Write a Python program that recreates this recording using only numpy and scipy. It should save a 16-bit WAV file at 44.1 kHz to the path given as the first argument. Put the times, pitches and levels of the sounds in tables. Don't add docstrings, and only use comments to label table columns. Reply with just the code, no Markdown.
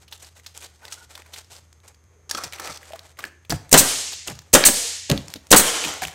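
import sys
import numpy as np
from scipy import signal
from scipy.fft import rfft, irfft, next_fast_len
from scipy.io import wavfile
from scipy.ndimage import map_coordinates

SR = 44100
rng = np.random.default_rng(int(sys.argv[2]) if len(sys.argv) > 2 else 0)


def undo_db(level):
    steps = np.asarray(level, float) / 20
    return 10 ** steps


def bounce(signal):
    frames = np.transpose(np.atleast_2d(signal))
    limited = np.clip(frames, -1, 1)
    pcm = np.round(limited * 32767).astype(np.int16)
    wavfile.write(sys.argv[1], SR, pcm)


N = 271082


def unit(x):
    return x / np.sqrt(np.mean(x ** 2) + 1e-20)


def along(points, hz):
    point_hz, value = np.transpose(points)
    return np.interp(np.log(hz + 1), np.log(point_hz + 1), value)


def wobble(rate_hz):
    knots = rng.standard_normal(int(N * rate_hz / SR) + 4)
    return map_coordinates(knots, [np.arange(N) * rate_hz / SR])


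def filtered(x, response):
    size = next_fast_len(len(x) + 8192)
    return irfft(rfft(x, size) * response(np.fft.rfftfreq(size, 1 / SR)), size)[:len(x)]


def noise(spectrum, size=N):
    return unit(filtered(rng.standard_normal(size), lambda f: undo_db(along(spectrum, f))))


def resonance(f, hz, width_hz):
    return 1j * f * width_hz / (hz * hz - f * f + 1j * f * width_hz)


def dying(x, t60s):
    hz, t, z = signal.stft(x, SR, nperseg=128)
    decay = undo_db(-60 * t / along(t60s, hz)[:, None])
    return signal.istft(z * decay, SR, nperseg=128)[1][:len(x)]


def onset(t, rise_s):
    return 1 - np.exp(-t / rise_s)


def add(track, start_s, x):
    part = track[round(start_s * SR):][:len(x)]
    part += x[:len(part)]


# freq_hz, level_db
AIR = [(15, -65.5), (25, -42.5), (53, -22.5), (66, -4.5), (86, -3), (148, -18), (248, -30), (413, -28),
       (728, -40), (1010, -40.5), (1090, -41), (1180, -35.5), (3480, -53), (6470, -44), (15800, -58)]
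# freq_hz, width_hz, level_db
BALLAST = [(1080, 1500, -2.5), (1830, 700, -5), (3100, 500, -8.5), (6400, 550, 3)]


def workshop():
    t = np.arange(N) / SR
    hum_hz = 82.5 + 3 * wobble(12)
    hum = undo_db(-54 + 1.1 * wobble(5.3)) * np.sin(2 * np.pi * np.cumsum(hum_hz) / SR)
    mains_hz = 120.04
    comb = sum(np.cos(2 * np.pi * k * mains_hz * t + 6 * rng.random()) * undo_db(rng.normal(0, 1))
               for k in range(2, 70))
    buzz = filtered(comb, lambda f: sum(undo_db(db) * resonance(f, hz, width_hz) ** 2
                                        for hz, width_hz, db in BALLAST))
    tone = filtered(noise(AIR), lambda f: 1 - np.abs(resonance(f, 85.6, 30)))
    return hum + undo_db(-68.5) * unit(buzz) + undo_db(-62.5 + .6 * wobble(4.8)) * unit(tone)


# start_s, length_s, level_db,
# pitch_hz, width_hz
CREAKS = [(.828, .035, -50, 1490, 60), (.828, .025, -50, 920, 60), (.885, .035, -55, 1460, 50),
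          (.962, .036, -52, 1430, 70), (.998, .055, -52, 1430, 70), (1, .03, -56, 940, 50),
          (2.1, .2, -64, 440, 160), (2.374, .022, -29, 1250, 450), (2.395, .035, -38, 1250, 300),
          (3.26, .14, -60, 370, 100), (3.5, .1, -45, 700, 300), (4.7, .22, -45, 480, 60),
          (4.75, .15, -49, 700, 70), (5.6, .25, -38, 480, 40)]


def creaks():
    out = np.zeros(N)
    for start_s, length_s, db, hz, width_hz in CREAKS:
        u = np.arange(0, 1, 1 / (length_s * SR))
        note = unit(filtered(rng.standard_normal(len(u)), lambda f: resonance(f, hz, width_hz) ** 2))
        add(out, start_s, undo_db(db) * 1.5 * u ** .3 * (1 - u) ** .6 * note)
    return out


# freq_hz, level_db
GRIT = [(880, -36.5), (1500, -8), (1920, -17.5), (2870, -5.5), (5830, -6.5), (8150, -5), (9920, -14),
        (12300, -14), (15800, -28)]
BODY = [(120, -48.5), (200, -13.5), (354, -4.5), (447, -2.5), (726, -1.5), (860, -1.5), (1040, -4.5),
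        (2500, -7.5), (3250, -33.5), (5500, -120)]
# start_s, length_s, grit_db,
# body_over_grit_db
SCRAPES = [(0, 0.0507, -53.5, -7.5), (.109, 0.059, -49, -11.5), (.195, 0.1, -47.5, -7),
           (.35, 0.0606, -55.5, -5.5), (.433, 0.102, -55, -12), (.541, 0.0582, -49, -5.5),
           (.603, .068, -41.5, -4.5), (.817, 0.089, -53, 3), (.901, 0.0657, -44, -8.5),
           (.958, 0.1004, -55, -6), (1.091, 0.144, -52.5, -0.5), (1.24, .08, -59, 3),
           (1.321, 0.0994, -43, -8), (1.5, 0.097, -47.5, -4), (1.833, 0.092, -58, 6),
           (2.09, 0.23, -79.5, 8.5), (2.293, 0.19, -39, 1), (2.371, .026, -32.5, 0),
         (2.521, 0.049, -46.5, 3.5), (2.555, .03, -47, 3), (2.592, .14, -38.5, 2.5), (2.696, .04, -44, 0),
         (2.735, .05, -40, -4), (2.782, .29, -62, 7), (3.03, 0.1013, -54, -0.2), (3.17, .12, -49.5, 0),
         (3.4965, 0.07, -36, 0), (4.119, .024, -37, -4), (4.265, 0.0689, -40.5, -1), (5.091, .035, -37, 0),
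         (5.15, 0.1134, -52.5, 2), (5.276, 0.115, -53.5, -2.2), (5.381, .36, -65, 0.3),
         (5.846, 0.0725, -33.5, -1.64), (5.879, .134, -43.5, 2), (6.015, .038, -31.5, 2),
         (6.057, 0.057, -48.5, -2.5)]


def rubbing():
    clumps = undo_db(2.4 * wobble(70))
    sizes = undo_db(4.1 * np.minimum(rng.exponential(size=N), 3.5))
    hits = rng.random(N) < 2000 / SR
    grains = unit(hits * sizes * rng.choice([-1, 1], N)) + 0.45 * rng.standard_normal(N)
    grit = unit(clumps * filtered(grains, lambda f: undo_db(along(GRIT, f))))
    body = unit(clumps * undo_db(2.19 * wobble(30)) * noise(BODY))
    grit_level, body_level = np.zeros(N), np.zeros(N)
    settle_s, settle_db = 0.238, -23
    strokes = SCRAPES
    trickles = [(start_s + length_s, settle_s, grit_db + settle_db, body_db)
                for start_s, length_s, grit_db, body_db in strokes]
    for start_s, length_s, grit_db, body_db in strokes + trickles:
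        u = np.arange(0, 1, 1 / (length_s * SR))
        stroke = 1.557 * u ** 0.42 * (1 - u) ** 0.479
        add(grit_level, start_s, undo_db(grit_db) * stroke)
        add(body_level, start_s, undo_db(grit_db + body_db) * stroke)
    return grit_level * grit + body_level * body


# freq_hz, width_hz, level_db
MAGAZINE = [(1310, 105, -3), (3461, 56, 7), (4490, 610, -4.5), (5545, 143, 8), (6043, 156, 4),
            (9490, 79, -8.5)]


def drum(x):
    lift_s, set_down_s = 2.29, 2.8
    held = np.interp(np.arange(N) / SR, [lift_s - .01, lift_s, set_down_s, set_down_s + 0.0176], [0, 1, 1, 0])

    def response(f):
        modes = sum((-1) ** k * undo_db(db) * resonance(f, hz, width_hz)
                    for k, (hz, width_hz, db) in enumerate(MAGAZINE))
        return 0.619 + 0.8 * modes

    return x * (1 - held) + filtered(x * held, response)


# start_s, peak_db, pitch_hz
CATCHES = [(.0792, -36, 3220), (.1241, -21, 3540), (.2235, -29.5, 7400), (.4625, -23, 4250),
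           (.622, -30, 2700), (.9228, -18.5, 5610), (1.3361, -23.5, 3820), (1.878, -32, 6800),
           (2.2935, -20, 5570), (2.372, -21, 6000), (2.4364, -14.5, 5450), (2.5332, -19, 2250),
           (3.1884, -21.5, 1250), (3.5028, -9, 4800), (4.1312, -18.5, 3780), (4.2736, -14.5, 6990),
           (5.3578, -25.5, 3990), (5.845, -11.5, 2500)]
# start_s, peak_db, pitch_hz
GRANULES = [(.1765, -36, 6930), (.2457, -33.5, 5170), (.3668, -38.5, 2200), (.448, -38.5, 1890),
            (.5492, -32, 3300), (.607, -37.5, 7900), (.6458, -28, 4250), (.6604, -31.5, 3840),
            (.83, -38, 1000), (.8804, -27, 4300), (1.1523, -23.5, 3330), (1.1763, -26, 1400),
            (1.261, -33, 1460), (1.3608, -27, 2440), (1.3877, -30.5, 1350), (1.4445, -38.5, 5170),
            (1.9445, -41, 5000)]
# start_s, peak_db, pitch_hz
RATTLES = [(2.311, -5.5, 5850), (2.348, -12, 5000), (2.5242, -24, 2300), (2.5848, -23, 2370),
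           (2.5971, -16, 1310), (2.6524, -27, 1330), (2.6736, -17.5, 1890), (2.7054, -33, 5870),
           (2.7255, -24, 4600), (2.8296, -30, 1810), (2.9206, -29, 2860), (2.9332, -25.5, 2970),
           (2.958, -28, 1200), (3.171, -35.5, 2100), (3.2047, -25, 3200), (3.2518, -25, 1220),
           (3.4491, -38, 2640), (3.4985, -22, 6000), (3.5225, -9, 1550), (4.256, -34.5, 6250),
           (4.2986, -23, 7070), (4.3174, -31, 2150), (4.352, -31, 4676), (4.6385, -4, 4300),
           (5.0994, -7, 3500), (5.1218, -21, 1540), (5.3124, -34.5, 3690), (6.0196, -10.5, 1516),
           (6.0356, -10.5, 1920), (6.0708, -16.5, 6900)]
# start_s, peak_db, pitch_hz
SNAPS = [(.397, -34, 2070), (.5684, -28, 6000), (.5753, -18.5, 7420), (.852, -23, 3930), (.9409, -22, 7550),
         (1.22, -28.5, 2050), (1.5647, -23.5, 4940), (1.728, -34.5, 6300), (2.7737, -21.5, 5230),
         (2.992, -22.5, 4030), (3.24, -20, 1750), (3.693, -27.5, 7800), (4.2816, -12.5, 2923),
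         (4.3896, -20.5, 4500), (4.419, -35, 1004), (5.0968, -14, 3500), (5.1763, -9.5, 3430),
         (5.2818, -21.5, 6000), (5.3018, -26.5, 5560), (5.339, -16, 4900), (5.4685, -31, 7460),
         (5.8396, -9, 2490), (6.0512, -9.5, 2920), (6.082, -15.5, 1990)]
# start_s, peak_db, pitch_hz
CLICKS = [(1.802, -44, 4000), (2.04, -46, 7500), (2.2985, -17, 6000), (2.3112, -12, 12000),
          (2.3815, -22, 9500), (2.4365, -20, 11000), (2.5243, -22, 7000), (2.5335, -20, 6000),
          (2.6558, -23, 6500), (2.6745, -19, 5000), (2.7095, -23, 5500), (2.722, -24, 6200),
          (2.7595, -25, 5400), (3.251, -21, 3300), (3.4963, -14, 11000), (3.5032, -9, 12000),
          (3.509, -14, 8500), (3.515, -13, 7000), (4.6387, 2, 4200), (5.0997, -2, 7000),
          (5.1015, -10, 11000), (5.1146, -6, 6800), (5.1208, -14, 7000), (5.3385, -13, 7000),
          (5.9385, -17, 1400)]
# start_s, peak_db, pitch_hz, t60_s
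NOSE = [
    (5.1142, -2, 3200, .009),
    (3.2398, -19, 2800, .008),
]


def ticks():
    out, t = np.zeros(N), np.arange(SR // 8) / SR
    kinds = [(CATCHES, 0.0415), (GRANULES, .022), (RATTLES, .022), (SNAPS, 0.01095), (CLICKS, .005)]
    events = [(*row, t60_s) for rows, t60_s in kinds for row in rows]
    for start_s, db, hz, t60_s in events + NOSE:
        crack = rng.standard_normal(len(t)) * undo_db(-60 * t / t60_s) * onset(t, 0.05 * t60_s)
        crack += 1.3 * np.exp(-((t - .0005) / .00004) ** 2)

        def response(f):
            pitch = resonance(f, hz, 0.3 * hz) - 0.6 * resonance(f, 1.9 * hz, 0.3 * hz) + 0.286
            return pitch * resonance(f, 2600, 8700)

        crack = filtered(crack, response)
        add(out, start_s, undo_db(db - 4.0) * crack / np.abs(crack).max())
    return out


# start_s, peak_db, pitch_hz, t60_s
KNOCKS = [(0.123, -44.5, 916, 0.058), (0.8805, -40, 1950, 0.035), (0.923, -38, 1340, 0.056),
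          (0.923, -38, 2900, 0.04), (2.3115, -20, 1700, 0.02), (2.349, -27, 3300, 0.04),
          (3.1905, -31, 1200, .035), (3.24, -11, 1700, .013), (3.523, -16, 700, .045),
          (5.851, -20, 2500, .03), (2.35, -19, 1300, 0.028), (2.906, -34.5, 614, 0.05),
          (2.934, -27, 660, 0.08), (4.6392, -4.5, 1700, 0.018), (4.6395, -7.5, 2350, 0.022),
          (6.021, -19, 757.8, 0.063)]


def knocks():
    out, t = np.zeros(N), np.arange(SR // 8) / SR
    for start_s, db, hz, t60_s in KNOCKS:
        modes = np.sin(2 * np.pi * hz * t) + .35 * np.sin(2 * np.pi * 1.19 * hz * t)
        add(out, start_s, undo_db(db - 60 * t / t60_s) * onset(t, 0.0006) * modes)
    return out


# freq_hz, level_db, t60_s
DECK = [(209.84, -4, 0.1174), (265.5, -3, 0.1277), (311.06, 1.5, 0.084), (397.6, 6.5, 0.0384),
        (465.2, -2.5, 0.072), (565, -1.5, 0.076), (714, -7.5, 0.052)]
RAFTERS = [(61.9, -5.5, 0.2), (93.68, -8.5, 0.39), (126.5, -2, 0.19), (160, 3, 0.1655)]


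def ring(modes, rise_s, length=1):
    t = np.arange(SR // 3) / SR
    x = sum(undo_db(db + rng.normal(0, 1) - 60 * t / (t60_s * length)) * np.sin(2 * np.pi * hz * split * t)
            for hz, db, t60_s in modes for split in 1 + 0.0374 * rng.normal(size=2))
    x = x * onset(t, rise_s)
    return x / np.abs(x).max()


def punch(db, hz, rise_s, t60_s, size=SR // 20):
    t = np.arange(size) / SR
    return -undo_db(db - 60 * t / t60_s) * onset(t, rise_s) * np.sin(2 * np.pi * hz * t)


# start_s, peak_db, boom_over_peak_db, ring_length_share
THUDS = [(2.346, -31.5, -19.5, 0.573), (2.44, -42, 1, 0.86), (2.593, -45.5, -23, 0.9),
         (2.687, -38, -3.5, 0.59), (3.237, -41, -13, 2.2), (3.498, -26, 0, 0.497), (3.521, -19, -1, 0.707),
         (4.276, -34, 0, 1.08), (4.301, -41, 6, 1.6019), (5.098, -14, -9.5, 1.24), (5.117, -15, -6.5, 1.61),
         (5.357, -29.5, -14.5, 0.473), (5.843, -28.5, -7, 1.53), (6.021, -40, 3, 0.7), (6.051, -41, 4, 0.6)]
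# start_s, level_db, pitch_hz
PUSHES = [
    (3.522, -17.5, 160),
    (4.3, -33.5, 149.8),
    (5.1154, -6.5, 148.8),
]


def thumps():
    out, t = np.zeros(N), np.arange(SR // 8) / SR
    for start_s, db, boom_db, length in THUDS:
        boom = undo_db(boom_db) * ring(RAFTERS, 0.012, length)
        add(out, start_s, undo_db(db) * (ring(DECK, 0.0053, length) + boom))
        slap = undo_db(db - 13 - 60 * t / (0.09 * length)) * onset(t, 0.003)
        add(out, start_s, slap * noise(BODY, size=len(t)))
    for start_s, db, hz in PUSHES:
        add(out, start_s, 2 * punch(db, hz, rise_s=0.004, t60_s=0.052, size=len(t)))
    return out


# freq_hz, level_db
HISS = [(1060, -37.5), (1800, -12), (2120, -11.5), (2360, -10), (3050, -6.5), (3400, -6), (3930, -3.5),
        (8900, 2), (13300, -11), (15200, -13), (15800, -22)]
RUSH = [(120, -43.5), (200, -18), (474, -6.5), (570, -10.5), (629, -7.5), (3800, -9), (4940, -41.5),
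        (8360, -120)]
# freq_hz, slope_db_per_s
FADE = [(2000, 14.5), (7000, 1.5), (9500, -37), (12000, -48.5), (15500, -71)]
# hiss_db, rush_over_hiss_db, rush_drift_db_per_s
TAILS = [
    (-23.5, -6.5, -38),
    (-23.5, -14.5, -24),
    (-23.5, -4.5, 0.5),
]
TAIL_AFTER_S = 0.0575


def shot_tails():
    hz, t, z = signal.stft(noise(HISS), SR, nperseg=256)
    starts = np.array([0] + [exhaust_s + TAIL_AFTER_S for _, _, exhaust_s, *_ in SHOTS])
    since_s = t - starts[np.searchsorted(starts, t + .02) - 1]
    hiss = signal.istft(z * undo_db(along(FADE, hz)[:, None] * since_s), SR, nperseg=256)[1][:N]
    rush = filtered(noise(RUSH), lambda f: 1 + 1.3 * resonance(f, 3100, 150))
    flutter_db, lumps_db = .8 * wobble(25), .9 * wobble(30)
    rise_s, droop_db_per_s2 = .02, 112
    leak_s, leak_db = .027, -27.5
    hiss_level, rush_level, u = np.zeros(N), np.zeros(N), np.arange(SR) / SR
    for (_, driver_s, exhaust_s, *_), (db, rush_db, drift), bumper_s in zip(SHOTS, TAILS, BUMPER_S):
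        droop_db = droop_db_per_s2 * np.maximum(u - rise_s, 0) ** 2
        strength = np.minimum(u / rise_s, 1) * undo_db(db - droop_db)
        start_s = exhaust_s + TAIL_AFTER_S - rise_s
        add(hiss_level, start_s, strength)
        add(rush_level, start_s, strength * undo_db(rush_db + drift * u))
        leak_start_s = driver_s + bumper_s + leak_s
        add(rush_level, leak_start_s, undo_db(leak_db) * (u < exhaust_s - leak_start_s))
    return undo_db(flutter_db) * (undo_db(0.62) * hiss_level * hiss + undo_db(0.6 + lumps_db) * rush_level * rush)


# freq_hz, level_db
STEEL = [(900, -37.5), (1800, -11), (3000, -9.5), (4500, -7.5), (6000, 2), (8000, 2), (10500, -6),
         (15800, -12)]
BOARD = [(88, -33), (150, -4.5), (833, -7), (1440, -8), (1960, -5.5), (2120, -10.5), (3320, -6),
         (3520, -7.5), (8290, -18.5), (15800, -17)]
# freq_hz, t60_s
BOARD_T60 = [(150, 0.061), (600, 0.156), (2500, 0.078), (8000, 0.046), (15000, .03)]


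def blow(kind, more_db):
    *levels_db, t60_s, share = kind
    steel_db, board_db, deck_db = np.add(levels_db, more_db)
    t = np.arange(SR // 3) / SR
    stroke_s = .004
    steel = undo_db(steel_db - 60 * np.maximum(t - stroke_s, 0) / t60_s) * (1 - np.exp(-(t / .0007) ** 2))
    steel = steel * noise(STEEL, size=len(t))
    board = undo_db(board_db) * onset(t, 0.002) * dying(noise(BOARD, size=len(t)), BOARD_T60)
    deck = ring(DECK, 0.004, share) + undo_db(-13.5) * ring(RAFTERS, 0.0018)
    return steel + board - undo_db(deck_db) * deck


# freq_hz, level_db
JET = [(710, -14), (1200, -18), (1690, -12.5), (2930, -9.5), (3230, -16), (3680, -11), (4100, -7),
       (5140, -9.5), (6240, -3), (7500, -3), (8250, 2.5), (9000, -3.5), (10200, -7.5), (15800, -8.5)]


def jet(kind, more_db, opening_s=.003):
    hold_s, db, t60_s = kind
    t = np.arange(SR // 3) / SR
    strength = onset(t, opening_s) * undo_db(-60 * np.maximum(t - hold_s, 0) / t60_s)
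    return undo_db(db + more_db) * strength * noise(JET, size=len(t))


# valve_s, driver_s, exhaust_s, recoil_after_bumper_s, recoil_db
SHOTS = [
    (3.713, 3.7272, 3.774, 0.0256, -12),
    (4.5292, 4.5374, 4.6495, 0.0212, -21.5),
    (5.505, 5.5143, 5.56, .019, -6),
]
BUMPER_S = [.0116, .0104, .0107]
# driver_steel_db, bumper_board_db, cushion_db, valve_db
NAILS = [
    (-0.5, 0, -5.5, -2.5),
    (3, -2.5, -2.5, 1),
    (-2, 3.5, 3, 1.5),
]
# over_kind_db, opening_s
VENTS = [
    (0, .0012),
    (0, .005),
    (-.5, .002),
]
# steel_db, board_db, deck_db, steel_t60_s, deck_ring_share
DRIVER = (2, -16.5, -8, .018, 0.42)
BUMPER = (-3, 3.5, -4.5, .05, 0.88)
RECOIL = (-3, 0, -2.5, 0.0048, 0.36)
RETURN = (-30, -13.5, -13, .03, 0.67)
# hold_s, level_db, fall_t60_s
VALVE = (.007, -14, 0.033)
EXHAUST = (.024, -3, .058)
CUSHION = (0.0074, -12, .075)


def nailer():
    out = np.zeros(N)
    for shot, nail, bumper_after_s, vent in zip(SHOTS, NAILS, BUMPER_S, VENTS):
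        valve_s, driver_s, exhaust_s, recoil_after_s, recoil_db = shot
        steel_db, board_db, cushion_db, valve_db = nail
        vent_db, opening_s = vent
        bumper_s, return_s = driver_s + bumper_after_s, exhaust_s + .0335
        add(out, valve_s, jet(VALVE, valve_db))
        add(out, driver_s - .0005, punch(13.5, 480, rise_s=.003, t60_s=.0105))
        add(out, driver_s, blow(DRIVER, [steel_db, 0, 0]))
        add(out, bumper_s - .0003, punch(15, 520, rise_s=.005, t60_s=.017))
        add(out, bumper_s, blow(BUMPER, [0, board_db, 0]))
        add(out, bumper_s + recoil_after_s, blow(RECOIL, [recoil_db] * 3))
        add(out, exhaust_s, jet(EXHAUST, vent_db, opening_s))
        add(out, return_s, blow(RETURN, [0, 0, 0]))
        add(out, return_s, jet(CUSHION, cushion_db))
    return out


# freq_hz, t60_s
ROOM_T60 = [(100, 0.432), (500, 0.454), (2000, 0.47), (6000, 0.366), (14000, 0.259)]


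def room(x):
    out = np.zeros(N)
    for start_s in np.arange(0, N / SR, .5):
        tail = dying(rng.standard_normal(SR // 2), ROOM_T60)
        piece = x[round(start_s * SR):round((start_s + .5) * SR)]
        add(out, start_s + .008, signal.fftconvolve(piece, tail / np.linalg.norm(tail)))
    return out


def scene():
    gun = nailer()
    hands = ticks() + thumps() + knocks() + drum(rubbing()) + creaks()
    walls = room(undo_db(-13) * gun + undo_db(-14.5) * hands)
    mono = gun + hands + walls + shot_tails() + workshop()
    return np.array([mono, mono])


def top_dropped(x, floor_db):
    hz, _, z = signal.stft(x, SR, nperseg=1024)
    top = hz > 14800
    faint = np.mean(np.abs(z[top & (hz < 15900)]) ** 2, 0) < undo_db(floor_db) ** 2
    return signal.istft(z * ~(top[:, None] & faint), SR, nperseg=1024)[1][:N]


def band_limit(x):
    return signal.sosfilt(signal.butter(12, 15910, fs=SR, output="sos"), x)


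def record(dry):
    x = dry[0] / (1 + np.abs(dry[0] / .97) ** 14) ** (1 / 14)
    load = signal.lfilter([1 / (0.0228 * SR)], [1, 1 / (0.024 * SR) - 1], x * x)
    drift = filtered(x * x, lambda f: resonance(f, 11, 35) / (1 + 1j * f / 30))
    x = x / (1 + 0.9 * load) - 0.18 * drift
    x = filtered(top_dropped(x, floor_db=-103), lambda f: np.clip((16150 - f) / 400, 0, 1) ** 2)
    return band_limit(np.array([x, x]))


dry = scene()
out = record(dry)
bounce(out)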